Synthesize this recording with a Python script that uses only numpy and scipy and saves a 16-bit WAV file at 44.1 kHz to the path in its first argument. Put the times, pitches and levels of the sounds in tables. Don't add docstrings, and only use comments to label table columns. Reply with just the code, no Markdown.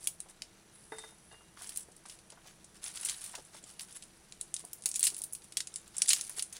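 import sys
import numpy as np
from scipy import signal
from scipy.fft import rfft, irfft, next_fast_len
from scipy.io import wavfile

SR = 44100
rng = np.random.default_rng(int(sys.argv[2]) if len(sys.argv) > 2 else 0)


def to_wav(s):
    ch = np.atleast_2d(s).T
    pcm = np.round(np.clip(ch, -1, 1) * 32767)
    wavfile.write(sys.argv[1], SR, pcm.astype(np.int16))


N = 290619
TIME = np.arange(N) / SR


def from_db(db):
    return 10 ** (np.asarray(db) / 20)


def rms_one(x):
    return x / np.sqrt(np.mean(x ** 2) + 1e-20)


def energy_one(x):
    return x / np.sqrt(np.sum(x ** 2) + 1e-20)


def add(out, s, sound):
    at = max(round(s * SR), 0)
    out[at:at + len(sound)] += sound[:max(N - at, 0)]


def coloured(x, spectrum):
    size = 2 * next_fast_len(len(x))
    hz, db = np.transpose(spectrum)
    bins = np.maximum(np.fft.rfftfreq(size, 1 / SR), 1)
    gain = from_db(np.interp(np.log(bins), np.log(hz), db))
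    cepstrum = irfft(np.log(gain))
    cepstrum[1:size // 2] *= 2
    cepstrum[size // 2 + 1:] = 0
    return irfft(rfft(x, size) * np.exp(rfft(cepstrum)))[:len(x)]


def band(x, low, high, order=2):
    sos = signal.butter(order, [low, min(high, .45 * SR)], "band", fs=SR, output="sos")
    return signal.sosfilt(sos, x)


def resonance(x, hz, q):
    return signal.lfilter(*signal.iirpeak(hz, q, fs=SR), x)


def drift(per_s):
    return np.interp(TIME * per_s, np.arange(N), rng.standard_normal(N))


def dying_noise(t, decay_s):
    return rng.standard_normal(len(t)) * np.exp(-t / decay_s)


# f/Hz, relative level/dB
ROOM_AIR = [(12, -27), (20, 3.5), (42, -4.5), (60, -0.5), (85, -5), (190, 1), (275, -10.5), (328, -5.5),
            (434, -8), (472, -7.5), (570, -12), (635, -8), (720, -10), (1120, -13.5), (1440, -13),
            (4420, -20.5), (5680, -21), (6720, -20.5), (10200, -18.5), (16000, -39)]
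# f/Hz, level/dB
APPLIANCE_TONES = [(152, -95), (328, -77), (5881, -78)]

def room_tone(air_db=-62.5):
    hum = sum(from_db(db) * np.sqrt(2) * np.sin(2 * np.pi * hz * TIME + 0.17 * drift(per_s=4.2))
              for hz, db in APPLIANCE_TONES)
    air = rms_one(coloured(rng.standard_normal(N), ROOM_AIR))
    return from_db(air_db) * air + hum


def kitchen_echo(x, level_db=-10.5, treble_t60_s=0.15, bass_t60_s=0.12, split_hz=3600):
    t = TIME[:SR // 2]
    bass = band(dying_noise(t, bass_t60_s / np.log(1000)), 100, split_hz)
    treble = band(dying_noise(t, treble_t60_s / np.log(1000)), split_hz, SR / 2)
    tail = energy_one((bass + treble) * (t > .004))
    return from_db(level_db) * signal.fftconvolve(x, tail)[:N]


# t/s, relative level/dB, f/Hz
COUNTER_BUMPS = [(.258, -61.5, 715), (1.122, -63.5, 694), (1.326, -59, 700), (1.408, -62.5, 990),
                 (1.572, -56, 1270), (1.611, -56, 1160), (1.884, -59, 560), (2.054, -55.5, 1150),
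                 (2.323, -58, 790), (2.374, -59, 1030), (2.455, -60, 597), (3.339, -49.5, 1200),
                 (3.351, -56, 960), (3.378, -52, 483), (3.547, -56, 626), (3.632, -60, 380),
                 (4.639, -55.5, 530), (4.856, -56.5, 795), (5.12, -59, 510), (5.205, -62.5, 560),
                 (6.295, -56, 1380), (6.378, -58.5, 535)]

def counter_knocks(knocks, gain_db=28.5, decay_s=0.01):
    out, t = np.zeros(N), TIME[:SR // 10]
    for s, db, hz in knocks:
        thud = band(dying_noise(t, decay_s), hz * 0.59, hz * 1.52)
        add(out, s, from_db(db + gain_db) * energy_one(thud))
    return out


# f/Hz, relative level/dB, t60/s
CHINA_MODES = [(441.6, -4, 0.27), (645, -9, 0.17), (797, -4, 0.094), (899, 1, 0.09), (1186, -8.5, 0.087),
               (1495, -4.5, 0.051), (1660, -2, 0.058), (1994, 1.5, 0.093), (3670, -3, 0.31),
               (4220, -10, .1), (4790, -2.5, 0.078)]
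# t/s, relative level/dB, treble limit f/Hz, rim ping relative level/dB
CLOVE_BOUNCES = [(.920, -37.5, 2570, -28), (.984, -47, 6070, -25), (1.038, -48, 3060, -20),
                 (1.313, -56, 4930, -2), (1.342, -58, 4800, -1)]

def plate(gain_db=-3.5, knock_db=6.5, uneven_db=2.0, rim_hz=2817, rim_t60_s=0.6):
    out, t = np.zeros(N), TIME[:SR]
    for s, hit_db, bright_hz, rim_db in CLOVE_BOUNCES:
        ring = np.zeros(len(t))
        for hz, db, t60 in list(CHINA_MODES) + [(rim_hz, rim_db, rim_t60_s)]:
            polarity = rng.choice([-1, 1])
            start_db = db - uneven_db * rng.standard_normal()
            ring += polarity * from_db(start_db - 60 * t / t60) * np.sin(2 * np.pi * hz * t)
        knock = from_db(knock_db) * band(dying_noise(t, decay_s=0.023), 330, 1900, order=3)
        add(out, s, from_db(hit_db + gain_db) * band(ring + knock, 113, bright_hz, order=3))
    return out


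# t/s, level/dB
BLADE_GLIDE = [(.69, -83), (.75, -60), (.85, -68), (1.05, -63), (1.14, -74), (1.3, -64), (1.42, -70),
               (1.5, -84)]
# f/Hz, width/Hz, relative level/dB
BLADE_BANDS = [(10020, 230, 17), (8700, 440, 7)]

def blade():
    hiss = sum(from_db(db) * band(rng.standard_normal(N), hz - width / 2, hz + width / 2, order=1)
               for hz, width, db in BLADE_BANDS)
    s, db = np.transpose(BLADE_GLIDE)
    return from_db(np.interp(TIME, s, db)) * rms_one(band(hiss, 7500, 11200))


def flake_ring(x, ring_db, low_hz=2500, high_hz=11000):
    pitches = rng.uniform(low_hz, high_hz, size=3)
    return x + from_db(ring_db) * sum(resonance(x, hz, q=15.2) for hz in pitches)


def crinkle(spectrum, per_s, spread_db, friction, decay_s=0.0028):
    flakes, fade = np.zeros(N), np.exp(-1 / (decay_s * SR))
    for _ in range(6):
        strengths = from_db(spread_db * np.minimum(rng.exponential(1, N), 3))
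        fractures = (rng.random(N) < per_s / SR) * strengths
        envelope = signal.lfilter([1], [1, -fade], fractures + 1e-18)
        flakes += flake_ring(envelope * rng.standard_normal(N), ring_db=5.5)
    skin = rms_one(flakes) + friction * rng.standard_normal(N)
    return rms_one(coloured(skin, spectrum))


# f/Hz, relative level/dB
RUSTLE_SPECTRUM = [(100, -38), (500, -59), (2000, -21), (4500, -15), (7000, -11), (8700, -5), (10100, -3),
                   (11000, -9), (11800, -17), (13300, -19), (16000, -29)]
RUB_SPECTRUM = [(100, -7), (300, -27), (600, -4.5), (1500, 2.5), (2600, 0.5), (4500, 0), (8000, -3),
                (16000, -14.5)]
# t/s, rustle relative level/dB, rubbing relative level/dB
FINGER_EFFORT = [(0.0, -51, -71.5), (0.37, -72.5, -68.5), (0.75, -63.5, -68.5), (0.9, -56.5, -70.5),
                 (1.34, -65.5, -69), (1.69, -62, -70), (2.81, -65, -68.5), (3.01, -44, -55.5),
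                 (3.17, -47, -61), (3.36, -59, -68), (4.37, -62, -69), (4.86, -54.5, -69.5),
                 (5.05, -42, -64), (5.16, -50.5, -65.5), (5.32, -58, -70), (5.98, -62.5, -65.5),
                 (6.15, -41, -61), (6.59, -60, -69)]

def fingers(rustle_gain_db=-4.0, rub_gain_db=4.5):
    s, rustle_db, rub_db = np.transpose(FINGER_EFFORT)

    def above_rest(db, rest_db):
        power = from_db(2 * np.interp(TIME, s, db)) - from_db(2 * rest_db)
        return np.sqrt(np.maximum(power, 0))

    rustle = crinkle(RUSTLE_SPECTRUM, per_s=50, spread_db=3.0, friction=.5)
    rub = crinkle(RUB_SPECTRUM, per_s=45, spread_db=3.0, friction=.7)
    return (from_db(rustle_gain_db) * above_rest(rustle_db, rest_db=-67.5) * rustle
            + from_db(rub_gain_db) * above_rest(rub_db, rest_db=-70.0) * rub)


# t/s, length/s, rustle relative level/dB, rubbing relative level/dB
SKIN_STRIPS = [(.005, 0.09, -50, -58.5), (0.284, 0.033, -55.5, -58), (0.933, 0.19, -64, -58.5),
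               (1.566, 0.17, -54.5, -52.5), (1.718, .12, -49, -61.5), (2.076, .087, -54, -59.5),
               (2.432, 0.087, -80.5, -57), (2.742, 0.04, -61, -58.5), (2.816, 0.094, -47, -47.5),
               (2.946, 0.043, -44.5, -50), (3.022, 0.12, -42, -49), (3.179, 0.16, -51.5, -56.5),
               (3.332, 0.077, -59, -52), (3.526, 0.073, -58, -54.5), (3.656, 0.075, -56, -58.5),
               (3.799, 0.053, -48, -55), (3.876, .05, -57.5, -58.5), (3.946, 0.035, -46.5, -55),
               (4.586, .03, -47, -56.5), (5.435, .03, -54.5, -74), (5.027, 0.064, -29.5, -51.5),
               (5.938, 0.13, -56, -52.5), (6.07, 0.034, -43, -71), (6.16, 0.042, -57, -45.5),
               (6.359, 0.042, -41.5, -47), (6.522, 0.074, -63, -52.5)]

def strips(rub_gain_db=-1.0):
    rustle = crinkle(RUSTLE_SPECTRUM, per_s=90, spread_db=3.5, friction=.3)
    rub = crinkle(RUB_SPECTRUM, per_s=80, spread_db=3.5, friction=.4)
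    out = np.zeros(N)
    for s, length, rustle_db, rub_db in SKIN_STRIPS:
        span = (TIME >= s) & (TIME < s + length)
        pull = np.sqrt(np.abs(np.sin(np.pi * (TIME[span] - s) / length)))
        crisp = from_db(rustle_db) * rms_one(rustle[span])
        dull = from_db(rub_db + rub_gain_db) * rms_one(rub[span])
        out[span] += pull * (crisp + dull)
    return out


def ticks(count=14, rest_db=-56.5, spread_db=6, follow=0.59, edge_db=-29.0, tear_ms=3):
    when, sizes, chance = rng.random((count, 3)).T
    times = when * N / SR
    s, rustle_db, _ = np.transpose(FINGER_EFFORT)
    effort_db = np.interp(times, s, rustle_db) - rustle_db.min()
    levels = rest_db + follow * effort_db + spread_db * (2 * chance - 1)
    return [(at, db, size, edge_db, tear_ms) for at, db, size in zip(times, levels, sizes)]


# f/Hz, Q, relative level/dB
GRIP_MODES = [(3905, 35, -8), (4310, 53, -13), (7070, 80, -33.5), (7480, 73, -20.5), (9630, 18, -4.5)]

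def grip_ring(x):
    return x + sum(from_db(db) * resonance(x, hz, q) for hz, q, db in GRIP_MODES)


def flake_shares(size):
    return -32 + 26 * size, -16.5 + 20 * size


def jolts(cracks, below_body_db=26.5, hz=880):
    return [(s, db + flake_shares(size)[0] - below_body_db, hz) for s, db, size, *_ in cracks]


# f/Hz, relative level/dB
SNAP_SPECTRUM = [(100, -41), (350, -26), (700, -39), (1300, -22), (2400, -10), (4000, -9), (4800, -8.5),
                 (6000, -6), (8000, 1), (9900, 2), (10900, -2), (11800, -16), (13300, -10.5),
                 (16000, -22.5)]

def flake_spectrum(size, edge_db):
    body_db, crack_db = flake_shares(size)
    remaining_power = max(1 - from_db(2 * body_db) - from_db(2 * crack_db), .1)
    crisp_db = 10 * np.log10(remaining_power)
    band_hz = [2000, 4800, 9200, 13000]
    band_db = [body_db + 17, crack_db + 9, crisp_db + 2, edge_db + 16]
    hz, base_db = np.transpose(SNAP_SPECTRUM)
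    return np.c_[hz, base_db + np.interp(np.log(hz), np.log(band_hz), band_db)]


# t/s, level/dB (its energy taken over 4 ms),
# flake size/0-1, sharp top edge relative level/dB, tearing time/ms
SKIN_SNAPS = [(0.0723, -23, 0.62, -5, .85), (0.2031, -35, 0.53, -18, .8), (0.4204, -35.5, 0.78, -26, 1.1),
              (1.6205, -40.5, .5, -13, 8.3), (1.672, -42, 0.2, -17, 2), (1.692, -36.5, 0.63, -8, 2.8),
              (1.76, -38, 0.63, -11, 2.4), (1.773, -29.5, .05, -10, 0.78), (1.965, -50.5, 0.45, -10, 1.8),
              (2.0556, -49.5, 0.88, -28, 13), (2.097, -43, 0.83, -18, 4), (2.1887, -52, 0.73, -20, 2.5),
              (2.3209, -51.5, 0.86, -27, 4.2), (2.472, -53, 0.7, -10, 1.5), (2.8405, -35.5, 0.46, -21, 2),
              (2.879, -42, 0.7, -21, 3.9), (2.973, -41, 1, -23, 1.5), (3.011, -36.5, 0, -28, 4),
              (3.049, -27.5, 0, -19, 4.7), (3.058, -33, 0.74, -11, 2.6), (3.087, -34.5, 1, -30, 3),
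              (3.0958, -29, 0.74, -16, 1.7), (3.144, -44.5, 1, -13, 4.1), (3.2156, -42, 0.6, -23, 3),
              (3.2403, -36.5, 0.69, -5, 9.9), (3.2619, -40, 0.74, -15, 2.8), (3.3524, -37, 0.76, -17, 2.5),
              (3.7952, -38, 1, -9, 1.1), (3.808, -43.5, 1, -5, 0.73), (3.9251, -46, .3, -21, 3.4),
              (4.024, -44.5, 0.73, -30, 4), (4.3231, -43.5, 0.79, -28, 0.66),
              (4.4117, -31.5, 0.3, -24, 0.9), (4.541, -28, .45, -27, 1.2), (4.5648, -35.5, 0.7, -26, 0.87),
              (4.6501, -41, .1, -12, .9), (4.7314, -35.5, 0.44, 2, 1), (4.822, -45.5, .3, -35, 1.8),
              (4.838, -44.5, 0.4, -30, 1), (4.858, -21.5, 0.65, -9, 3.4), (4.889, -32, 0.48, -11, 2.6),
              (4.9147, -33.5, 0.56, -23, 0.67), (4.9418, -35, 0.55, -27, 1.8), (4.953, -35, .3, -23, 1.9),
              (4.958, -26, 0.43, -17, 4.2), (4.994, -26.5, 0, -12, 1.8), (5.007, -34, 0.68, -3, 2.5),
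              (5.029, -19.5, 0.42, -35, 1.9), (5.0388, -23, 0.63, -5, 2.1), (5.056, -26.5, 0.3, -27, 1.6),
              (5.0689, -22.5, 0.76, -12, 0.83), (5.075, -32, 0.9, -7, 3), (5.102, -37, 0.6, -14, 1.6),
              (5.145, -37.5, 0.47, -29, 2.2), (5.166, -36.5, 0.5, -11, 0.78),
              (5.1803, -40.5, 0.64, -4, 2.3), (5.188, -38, 0.1, -3, 1.6), (5.2186, -33, 0.4, -11, .8),
              (5.2377, -31, 0.3, -5, 2.1), (5.3254, -41, .03, -10, .8), (5.333, -33, 0.07, -4, 0.47),
              (5.3504, -37, 0.52, -11, 2.1), (5.5225, -44, 0.81, -24, 1), (5.57, -24, 0.73, -17, 3.5),
              (5.6041, -30, 0.8, -23, 1.9), (5.672, -37.5, 0.61, -49, .75), (5.7406, -40.5, 0.35, -38, .7),
              (5.759, -32, 0.5, -26, 0.54), (5.878, -51, .1, -14, .9), (5.967, -34.5, .1, -25, .9),
              (5.982, -28, 0, -26, 1.1), (6.0194, -18.5, 0.39, -28, 1), (6.059, -39, 0.77, -18, 2.2),
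              (6.077, -33.5, .1, -26, 2), (6.083, -24, 0.48, -39, 4.4), (6.0906, -16.5, 0.4, -17, 4.5),
              (6.1039, -18.5, 0.75, -19, 10), (6.1192, -29, .7, -28, 5.5), (6.132, -18.5, 0.75, -15, 0.87),
              (6.1626, -36.5, .8, -16, 2.4), (6.1837, -40, .6, -18, 1.9), (6.2109, -30.5, 0.53, -22, 1.2),
              (6.2952, -35.5, 0.34, -10, 1.3), (6.3687, -48, 0.3, -10, .8), (6.394, -30, 0.8, -17, 2.6),
              (6.4239, -27, 0.4, -24, 0.67), (6.5263, -39, 0.4, -15, 4.1), (6.5664, -42.5, 1, -16, 0.65)]

def snaps(cracks, rise_s=0.000067, scatter_db=-12.5, scatter_s=0.0049, ragged_db=1.0):
    out, t = np.zeros(N), TIME[:SR // 20]
    onset = 1 - np.exp(-t / rise_s)
    scatter = from_db(scatter_db) * np.exp(-t / scatter_s)
    for s, db, size, edge_db, tear_ms in cracks:
        tearing = np.exp(-(1000 * t / tear_ms) ** 0.68)
        fibres = rng.standard_normal(len(t))
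        fibres *= from_db(ragged_db * np.clip(rng.standard_normal(len(t)), -2, 2))
        flake = flake_ring(onset * (tearing + scatter) * fibres, ring_db=-1.5)
        snap = coloured(grip_ring(flake), flake_spectrum(size, edge_db))
        add(out, s, from_db(db) * np.sqrt(.004 * SR) * energy_one(snap))
    return out


def scene():
    handwork = strips() + fingers() + blade() + plate()
    handwork += counter_knocks(COUNTER_BUMPS) + counter_knocks(jolts(SKIN_SNAPS))
    cracks = list(SKIN_SNAPS) + ticks()
    ahead, sideways = snaps(cracks), snaps(cracks)
    echo = kitchen_echo(handwork + ahead / np.sqrt(2)) + kitchen_echo(sideways / np.sqrt(2))
    return (room_tone() + echo + handwork + ahead)[None]


def record(dry, port_hz=11750, cutoff_hz=15900):
    notch = signal.iirnotch(port_hz, Q=18, fs=SR)
    low_pass = signal.ellip(12, .2, 80, cutoff_hz, fs=SR, output="sos")
    return signal.sosfilt(low_pass, signal.lfilter(*notch, dry))


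dry = scene()
out = record(dry)
to_wav(out)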